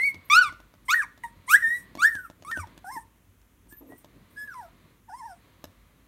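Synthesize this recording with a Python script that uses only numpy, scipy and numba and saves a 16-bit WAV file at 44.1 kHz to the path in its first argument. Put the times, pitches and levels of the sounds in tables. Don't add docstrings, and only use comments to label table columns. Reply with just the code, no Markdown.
import sys
import numpy as np
from scipy import signal
from scipy.fft import rfft, irfft, next_fast_len
from scipy.io import wavfile
from scipy.ndimage import uniform_filter1d, minimum_filter1d
from numba import njit

SR = 44100
rng = np.random.default_rng(int(sys.argv[2]) if len(sys.argv) > 2 else 0)


def materialize(psi):
    bounded = np.clip(np.atleast_2d(psi).T, -1, 1)
    quanta = np.round(bounded * 32767).astype(np.int16)
    wavfile.write(sys.argv[1], SR, quanta)


N = 267687
TOP_HZ = 15850


def undb(db):
    return 10 ** (np.asarray(db) / 20)


def unit(x):
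    return x / np.sqrt(np.mean(x ** 2))


def colour(shape, hz):
    f, db = np.transpose(shape)
    level_db = np.interp(np.log(np.maximum(hz, 1)), np.log(f), db, left=-90, right=-90)
    return undb(level_db)


def noise(shape, size):
    n = next_fast_len(size)
    hz = np.arange(n // 2 + 1) * SR / n
    spectrum = rfft(rng.standard_normal(n)) * colour(shape, hz)
    return unit(irfft(spectrum, n)[:size])


def walk(rate, size):
    k = max(int(SR / rate), 1)
    smooth = uniform_filter1d(rng.standard_normal(size), k)
    return unit(uniform_filter1d(smooth, k))


def read(table, fade_s):
    s, *columns = np.transpose(table)
    i = np.arange(int(s[0] * SR), min(int(s[-1] * SR), N))
    fade = np.clip(np.minimum(i - i[0], i[-1] - i) / (fade_s * SR), 0, 1)
    return max(i[0], 0), fade, [np.interp(i / SR, s, c) for c in columns]


def add(out, start, x):
    out[start:start + len(x)] += x[:len(out) - start]


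def voice(phrases, law, heads, tract, rough, jitter, airy_db, patchy_db,
          jitter_hz=900., shimmer_hz=300., glide_s=.005, effort_s=.02):
    s, hz, db = np.concatenate(phrases).T
    t, sounding = np.arange(N) / SR, np.zeros(N)
    for phrase in phrases:
        sounding[int(phrase[0][0] * SR):int(phrase[-1][0] * SR) + 1] = 1
    i = np.flatnonzero(sounding)
    hz = uniform_filter1d(np.interp(t, s, hz), max(int(glide_s * SR), 1))[i]
    db = np.interp(t[i], s, db)

    starts = np.array([phrase[0][0] for phrase in phrases])
    which = np.maximum(np.searchsorted(starts, t[i] + 1 / SR) - 1, 0)
    octave_db, over_db, treble_db, dulling = np.transpose(heads)[:, which]
    effort_db = uniform_filter1d(db, max(int(effort_s * SR), 1))
    effort_db -= dulling * (t[i] - starts[which])
    law_hz, law_octave_db, law_over_db = np.transpose(law)
    octave_db = octave_db + effort_db + np.interp(hz, law_hz, law_octave_db)
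    over_db = over_db + effort_db + np.interp(hz, law_hz, law_over_db)

    phase = 2 * np.pi * np.cumsum(hz * (1 + jitter * walk(jitter_hz, len(i)))) / SR
    k = np.arange(3, 24)[:, None]
    gains = colour(tract, k * hz) * (k * hz < TOP_HZ)
    gains *= undb(treble_db * np.clip(np.log2(k * hz / 5000), 0, 1))
    gains *= undb(patchy_db * np.array([walk(55.0, len(i)) for _ in k]))
    over = np.sum(gains * np.sin(k * phase), axis=0) / np.sqrt(np.sum(gains ** 2, axis=0))
    over += undb(airy_db) * noise(tract, len(i)) * (1 + np.cos(phase)) / 2

    shimmer = [1 + rough * n * walk(shimmer_hz, len(i)) for n in (1, 2, 3)]
    out = np.zeros(N)
    out[i] = undb(db) * shimmer[0] * np.sin(phase)
    out[i] += undb(octave_db) * shimmer[1] * np.sin(2 * phase)
    out[i] += undb(over_db) * shimmer[2] * over
    edges = minimum_filter1d(uniform_filter1d(sounding, 60), 60)
    return np.sqrt(2) * out * edges


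def whimpers():
    # time in seconds, pitch in Hz, level of the fundamental in dB.
    phrases = [
        [(0.0, 2018, -24.5), (0.06, 2288, -22), (0.088, 2190, -23.5), (0.12, 2145, -46.5)],
        [(0.942, 1757, -12.5), (0.95, 1886, -23.5), (0.98, 1881, -25.5), (1.014, 1604, -25),
         (1.024, 1181, -38.5), (1.032, 1183, -32.5), (1.05, 857, -51.5)],
        [(1.612, 1949, -50.5), (1.627, 1867, -23.5), (1.647, 1787, -22), (1.763, 1958, -30), (1.809, 1880, -65)],
        [(2.086, 1886, -30), (2.114, 1863, -36.5), (2.196, 1499, -34), (2.228, 1473, -55.5),
         (2.254, 1367, -36.5), (2.262, 1260, -51.5), (2.284, 1020, -75)],
        [(2.515, 1795, -33), (2.537, 1850, -28.5), (2.543, 1675, -43), (2.567, 1533, -28), (2.589, 1480, -36.5),
         (2.597, 1212, -36), (2.623, 1095, -50), (2.643, 893, -38.5), (2.657, 891, -81.5)],
        [(2.843, 778, -41), (2.855, 705, -50.5), (2.893, 814, -39.5), (2.921, 1060, -44), (2.947, 1067, -44.5),
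         (2.977, 878, -34.5), (2.999, 942, -44.5)],
        [(3.71, 1600, -64), (3.73, 1744, -54.5), (3.77, 1680, -79.5)],
        [(3.89, 1860, -72), (3.931, 1938, -54), (3.98, 1957, -72.5)],
        [(4.36, 1623, -57.5), (4.38, 1690, -39), (4.44, 1703, -40), (4.468, 1716, -67)],
        [(4.47, 1742, -53), (4.484, 1670, -39.5), (4.538, 1333, -45), (4.546, 1046, -47), (4.596, 960, -40.5),
         (4.628, 753, -50.5), (4.666, 638, -49), (4.69, 718, -65)],
        [(5.075, 823, -75.5), (5.091, 948, -47), (5.099, 740, -46.5), (5.111, 717, -50), (5.143, 947, -39),
         (5.179, 1075, -57), (5.197, 1074, -44.5), (5.229, 856, -45), (5.259, 955, -41), (5.283, 824, -49.5),
         (5.331, 692, -47.5), (5.359, 710, -73)],
    ]
    # pitch in Hz, octave and overtones in dB against the effort.
    law = [(650, -10, -25.5), (750, -1, -16.5), (905, -14.5, -27), (1040, -15.5, -18), (1113, -6, -3),
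           (1340, -26, -14), (1713, -49, -32), (2250, -27, -35)]
    # octave in dB, overtones in dB,
    # treble gain in dB from 10 kHz up, dulling in dB per second.
    heads = [(8.5, 5, 8.5, 96.5), (10, -5, -4, 16), (5.5, 0, 10, -49), (2.5, -5, 6, 23),
             (5.5, -0.5, -7, 15), (3.5, 6, 4.5, -9.5), (4, 3, 4, 15.5), (-2, 4.5, 1, 15),
             (15, 12.5, -5, -48), (-5, -6, -15, -19), (-4, 0, -17, -9)]
    # frequency in Hz, gain in dB.
    snout = [(2200, -16), (3600, -24), (4500, -26), (4900, -6), (5400, 0), (5900, -3), (6500, -13),
             (7600, -5), (9200, -1), (10400, -13), (11900, -5), (13500, -14), (15600, -17)]
    return voice(phrases, law, heads, snout, rough=.05, jitter=.003, airy_db=-9., patchy_db=4.)


def nose_puffs():
    # start in seconds, length in seconds,
    # lower resonance in dB, upper resonance in dB, fall over the puff in dB.
    puffs = [(0.0, 0.13, -50.5, -51.5, 4.5), (.243, .03, -80, -55, 0.5), (0.277, .035, -52, -58.5, 17),
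             (0.416, 0.13, -44, -61, 38), (0.849, 0.047, -56.5, -60, 6), (0.935, 0.099, -47, -45.5, 17),
             (1.23, 0.096, -53, -57.5, 23), (1.463, 0.039, -44.5, -65.5, 5), (1.541, 0.32, -57, -61, -2.5),
             (2.053, 0.3, -55.5, -54.5, 23.5), (2.46, 0.2, -55, -68, 3), (2.838, 0.21, -67, -77, -8),
             (3.684, 0.056, -60.5, -69, 3.5), (3.879, 0.16, -68, -69.5, -5), (4.293, .42, -73.5, -70, -2),
             (5.084, 0.33, -64, -76.5, 6)]
    # frequency in Hz, relative level in dB per Hz.
    nostrils = [
        [(2500, -36), (4600, -24), (5600, -13), (6800, -17), (8200, -4), (9200, 0), (9900, -5), (10600, -16)],
        [(10400, -22), (11400, -2), (12300, 0), (13500, -5), (14500, -10), (15900, -11)],
    ]
    out, rise_s, fall_share = np.zeros(N), .015, .3
    low, high = (noise(shape, N) * undb(3.5 * walk(30., N)) for shape in nostrils)
    for s, length, low_db, high_db, fall_db in puffs:
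        start, fade, (drop_db,) = read([(s, 0), (s + length, -fall_db)], rise_s)
        fade = fade * np.clip(np.linspace(1, 0, len(fade)) / fall_share, 0, 1)
        span = slice(start, start + len(fade))
        hiss = undb(low_db) * low[span] + undb(high_db) * high[span]
        add(out, start, fade * undb(drop_db) * hiss)
    return out


def background(flicker_db=3.5):
    # frequency in Hz, relative level in dB per Hz.
    room = [(110, -15), (160, 4), (280, 3), (420, -6.5), (700, -12), (1100, -10.5), (2100, -13.5),
            (3200, -16), (4300, -24), (4900, -24), (6300, -18), (8000, -21), (12500, -17.5), (16500, -21.5)]
    # frequency in Hz, relative level in dB per Hz.
    hum = [(36, -38), (44, -8), (49, 1), (54, -2.5), (68, -16.5), (95, -7.5), (130, -20.5)]
    # frequency in Hz, relative level in dB per Hz.
    cloth = [(40, -35), (110, -2), (300, -7.5), (450, -15), (900, -29)]
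    # frequency in Hz, relative level in dB per Hz.
    hiss = [(290, -34), (500, -4.5), (749, -11.5), (841, -22.5), (900, -7), (1120, -3.5), (1440, -12),
            (2060, -7.5), (2750, -15), (4080, -14), (5000, -23), (6500, -52.5), (11000, -120)]
    # time in seconds, shuffle level in dB, hiss level in dB.
    swell = [(0.0, -65, -62.5), (0.49, -56.5, -62), (0.7, -66, -69.5), (1.0, -65, -70), (1.518, -58.5, -63),
             (1.99, -58, -62), (2.3, -65, -74.5), (2.7, -56, -61), (3.16, -70.5, -78), (3.55, -77.5, -81.5),
             (3.95, -63, -72), (4.15, -61.5, -66), (4.9, -63.5, -65), (5.05, -76, -79.5), (5.3, -69.5, -71),
             (5.45, -64.5, -64.5), (6.07, -68, -70.5)]
    tone = noise(room, N) * undb(-65.5) + noise(hum, N) * undb(-62)
    s, *dbs = np.transpose(swell)
    cloth_db, hiss_db = (np.interp(np.arange(N) / SR, s, c) for c in dbs)
    shuffle = unit(noise(cloth, N) * undb(flicker_db * walk(28.0, N)))
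    return tone + shuffle * undb(cloth_db) + noise(hiss, N) * undb(hiss_db)


def mode(hz, t60_s, t):
    return np.sin(2 * np.pi * hz * t) * 1000 ** (-t / t60_s)


def claws(tick_t60_s=0.017):
    # time in seconds, tick peak in dB, knock gain in dB.
    taps = [(0.034, -34.5, -49.5), (0.1442, -39, -46), (0.525, -42, -45), (0.6019, -42.5, -45.5),
            (0.7395, -49, -51), (1.1766, -48.5, -55), (1.9528, -36, -37.5), (1.9734, -39, -41.5),
            (2.1525, -35.5, -46.5), (2.3003, -41, -42), (2.4239, -41.5, -45.5), (2.5141, -30, -54),
            (2.574, -35.5, -36.5), (2.6722, -42.5, -53), (2.7771, -39.5, -51.5), (2.9646, -50.5, -40.5),
            (3.4153, -56.5, -73), (3.6714, -62, -58), (3.7253, -47.5, -48.5), (3.922, -63, -40.5),
            (4.0455, -41.5, -47), (4.4762, -50, -77), (5.6414, -28, -37.5)]
    # frequency in Hz, relative level in dB per Hz.
    tick = [(1000, 6.5), (2200, -0.5), (3300, 2), (4500, -1), (6200, -1), (9000, -12), (14000, -5.5)]
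    # frequency in Hz, relative gain in dB, 60 dB decay in seconds.
    board = [(322, 8.5, 0.032), (625, 6, 0.029), (901, 5.5, 0.0083)]
    out, t = np.zeros(N), np.arange(SR // 2) / SR
    for s, tick_db, knock_db in taps:
        crack = noise(tick, len(t)) * 1000 ** (-t / tick_t60_s)
        ring = sum(undb(db) * rng.uniform(0.08, 1) * mode(hz, t60, t) for hz, db, t60 in board)
        add(out, int(s * SR), undb(tick_db) * crack / np.abs(crack).max() + undb(knock_db) * ring)
    return out


def bumps(rise_s=0.0075):
    # time in seconds, gain of the strongest mode in dB,
    # tilt towards the higher modes in dB per octave.
    pushes = [(0.15, -45, 9), (0.33, -46, -14), (0.475, -39.5, 25.5), (1.366, -47, 8.5), (2.029, -45, 32),
              (2.149, -43, 21.5), (2.585, -30.5, -12), (3.272, -51.5, -2), (5.643, -46.5, 4.5)]
    # frequency in Hz, gain before tilt in dB, 60 dB decay in seconds.
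    modes = [(82.6, -10, 0.15), (89, 3.5, 0.18), (115, -0.5, 0.066)]
    out, t = np.zeros(N), np.arange(SR // 2) / SR
    for s, db, tilt_db in pushes:
        gains = np.array([undb(d + tilt_db * np.log2(hz / modes[1][0])) for hz, d, _ in modes])
        gains = gains / gains.max()
        ring = sum(g * mode(hz, t60, t) for g, (hz, _, t60) in zip(gains, modes))
        add(out, int(s * SR), undb(db) * (1 - np.exp(-t / rise_s)) * ring)
    return out


def yelps():
    # time in seconds, pitch in Hz, level of the fundamental in dB.
    phrases = [
        [(0.299, 1100, -34.5), (0.307, 1145, -20.5), (0.331, 1204, -18.5), (0.353, 1332, -15),
         (0.375, 1442, -9), (0.405, 1515, -18), (0.425, 1410, -15.5), (0.445, 1225, -31), (0.481, 1140, -32),
         (0.497, 992.5, -47.5)],
        [(0.882, 1054, -53.5), (0.89, 1027, -27.5), (0.918, 1341, -23), (0.942, 1555, -15.5)],
        [(1.236, 1007, -50.5), (1.243, 933, -34), (1.262, 930.6, -43), (1.285, 895, -65.5)],
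        [(1.478, 961, -44.5), (1.504, 1189, -25.5), (1.524, 1364, -19), (1.546, 1632, -6), (1.554, 1722, -15),
         (1.562, 1910, -19), (1.58, 2015, -36), (1.604, 2040, -50.5)],
        [(1.978, 1095, -56), (1.992, 1122, -36), (2.008, 1209, -30), (2.014, 1298, -39.5), (2.024, 1361, -16.5),
         (2.052, 1724, -14), (2.064, 1814, -20), (2.086, 1819, -23)],
        [(2.448, 1090, -42.5), (2.464, 1110, -44), (2.514, 1406, -33)],
    ]
    # pitch in Hz, octave and overtones in dB against the effort.
    law = [(950, 4.5, -10.5), (1231, -0.5, -7.5), (1320, -11.5, -9.5), (1437.4, -19, -16),
           (1700, -26.5, -20.5), (2210, -20, -20)]
    # octave in dB, overtones in dB,
    # treble gain in dB from 10 kHz up, dulling in dB per second.
    heads = [(3, 2, -12, 48), (1.5, 3.5, 0.5, 24), (-7.5, -11, 6.5, 30.5), (-0.5, 3, 10, 26.5),
             (-7.5, -3, 0, -34), (-18, -8, 10, 11)]
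    # frequency in Hz, gain in dB.
    throat = [(2400, -5.5), (3700, -1), (4600, -9.5), (5500, -5.5), (7000, -11), (8600, -8), (9600, -12.5),
              (10500, -21), (12500, -18.5), (16000, -24.5)]
    return voice(phrases, law, heads, throat, rough=.05, jitter=.0065, airy_db=-14., patchy_db=5.5)


def nose_whistles(waver=0.0097):
    # start in seconds, length in seconds, first and last frequency in Hz, level in dB.
    glides = [(3.698, .065, 13480, 14300, -55), (3.763, 0.042, 14170, 11900, -50),
              (3.865, 0.0295, 12340, 13600, -64), (3.977, 0.016, 14900, 14650, -55)]
    out = np.zeros(N)
    for s, length, first_hz, last_hz, db in glides:
        start, fade, (hz,) = read([(s, first_hz), (s + length, last_hz)], length / 2)
        phase = 2 * np.pi * np.cumsum(hz * (1 + waver * walk(800., len(hz)))) / SR
        add(out, start, np.sqrt(2) * np.sqrt(fade) * undb(db) * np.sin(phase))
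    return out


def grunt(jitter=0.128, rasp_db=3.0):
    # time in seconds, pitch in Hz, level in dB.
    course = [(3.805, 325, -57.5), (3.865, 268, -58), (3.925, 351, -56), (3.97, 303, -71.5)]
    # multiple of the pitch, relative level in dB.
    orders = [(1, 3), (2, -4), (3, -26)]
    out = np.zeros(N)
    start, fade, (hz, db) = read(course, fade_s=.005)
    phase = 2 * np.pi * np.cumsum(hz * (1 + jitter * walk(130.0, len(hz)))) / SR
    tone = sum(undb(d) * np.sin(m * phase) for m, d in orders)
    # frequency in Hz, relative level in dB per Hz.
    rasp_shape = [(150, -16), (300, 12.0), (700, -6.0), (1200, -14.5), (2500, -39.0)]
    rasp = noise(rasp_shape, len(hz)) * undb(4.0 * walk(74.0, len(hz)))
    add(out, start, fade * undb(db) * (np.sqrt(2) * tone + undb(rasp_db) * rasp))
    return out


def box_echoes(litter):
    # delay in seconds, gain in dB.
    walls = [(.0011, -15), (.0023, -17.5), (.0041, -14), (.0068, -19), (0.0116, -10)]
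    out = litter.copy()
    for s, db in walls:
        add(out, int(s * SR), undb(db) * litter)
    return out


@njit
def lines(x, lags, gain, damp):
    line, soft, out = np.zeros((8, 4096)), np.zeros(8), np.zeros(len(x))
    for i in range(len(x)):
        total = 0.
        for k in range(8):
            soft[k] += (1 - damp) * (gain[k] * line[k, (i - lags[k]) & 4095] - soft[k])
            total += soft[k]
            out[i] += soft[k] * (1 - 2 * (k % 2))
        for k in range(8):
            line[k, i & 4095] = x[i] + soft[k] - total / 4
    return out


def room_tail(box, t60_s=0.37, damp=0.1, wet_db=-25):
    lags = np.array([613, 787, 967, 1171, 1399, 1627, 1913, 2239])
    return undb(wet_db) * lines(box, lags, undb(-60 * lags / SR / t60_s), damp)


def scene():
    voices = whimpers() + yelps()
    litter = voices + nose_puffs() + nose_whistles() + claws() + bumps() + grunt()
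    box = box_echoes(litter)
    return (box + room_tail(box) + background())[None]


def record(dry):
    dry = signal.sosfilt(signal.butter(4, 38, "high", fs=SR, output="sos"), dry)
    return signal.sosfilt(signal.ellip(10, .2, 70, TOP_HZ, fs=SR, output="sos"), dry)


dry = scene()
out = record(dry)
materialize(out)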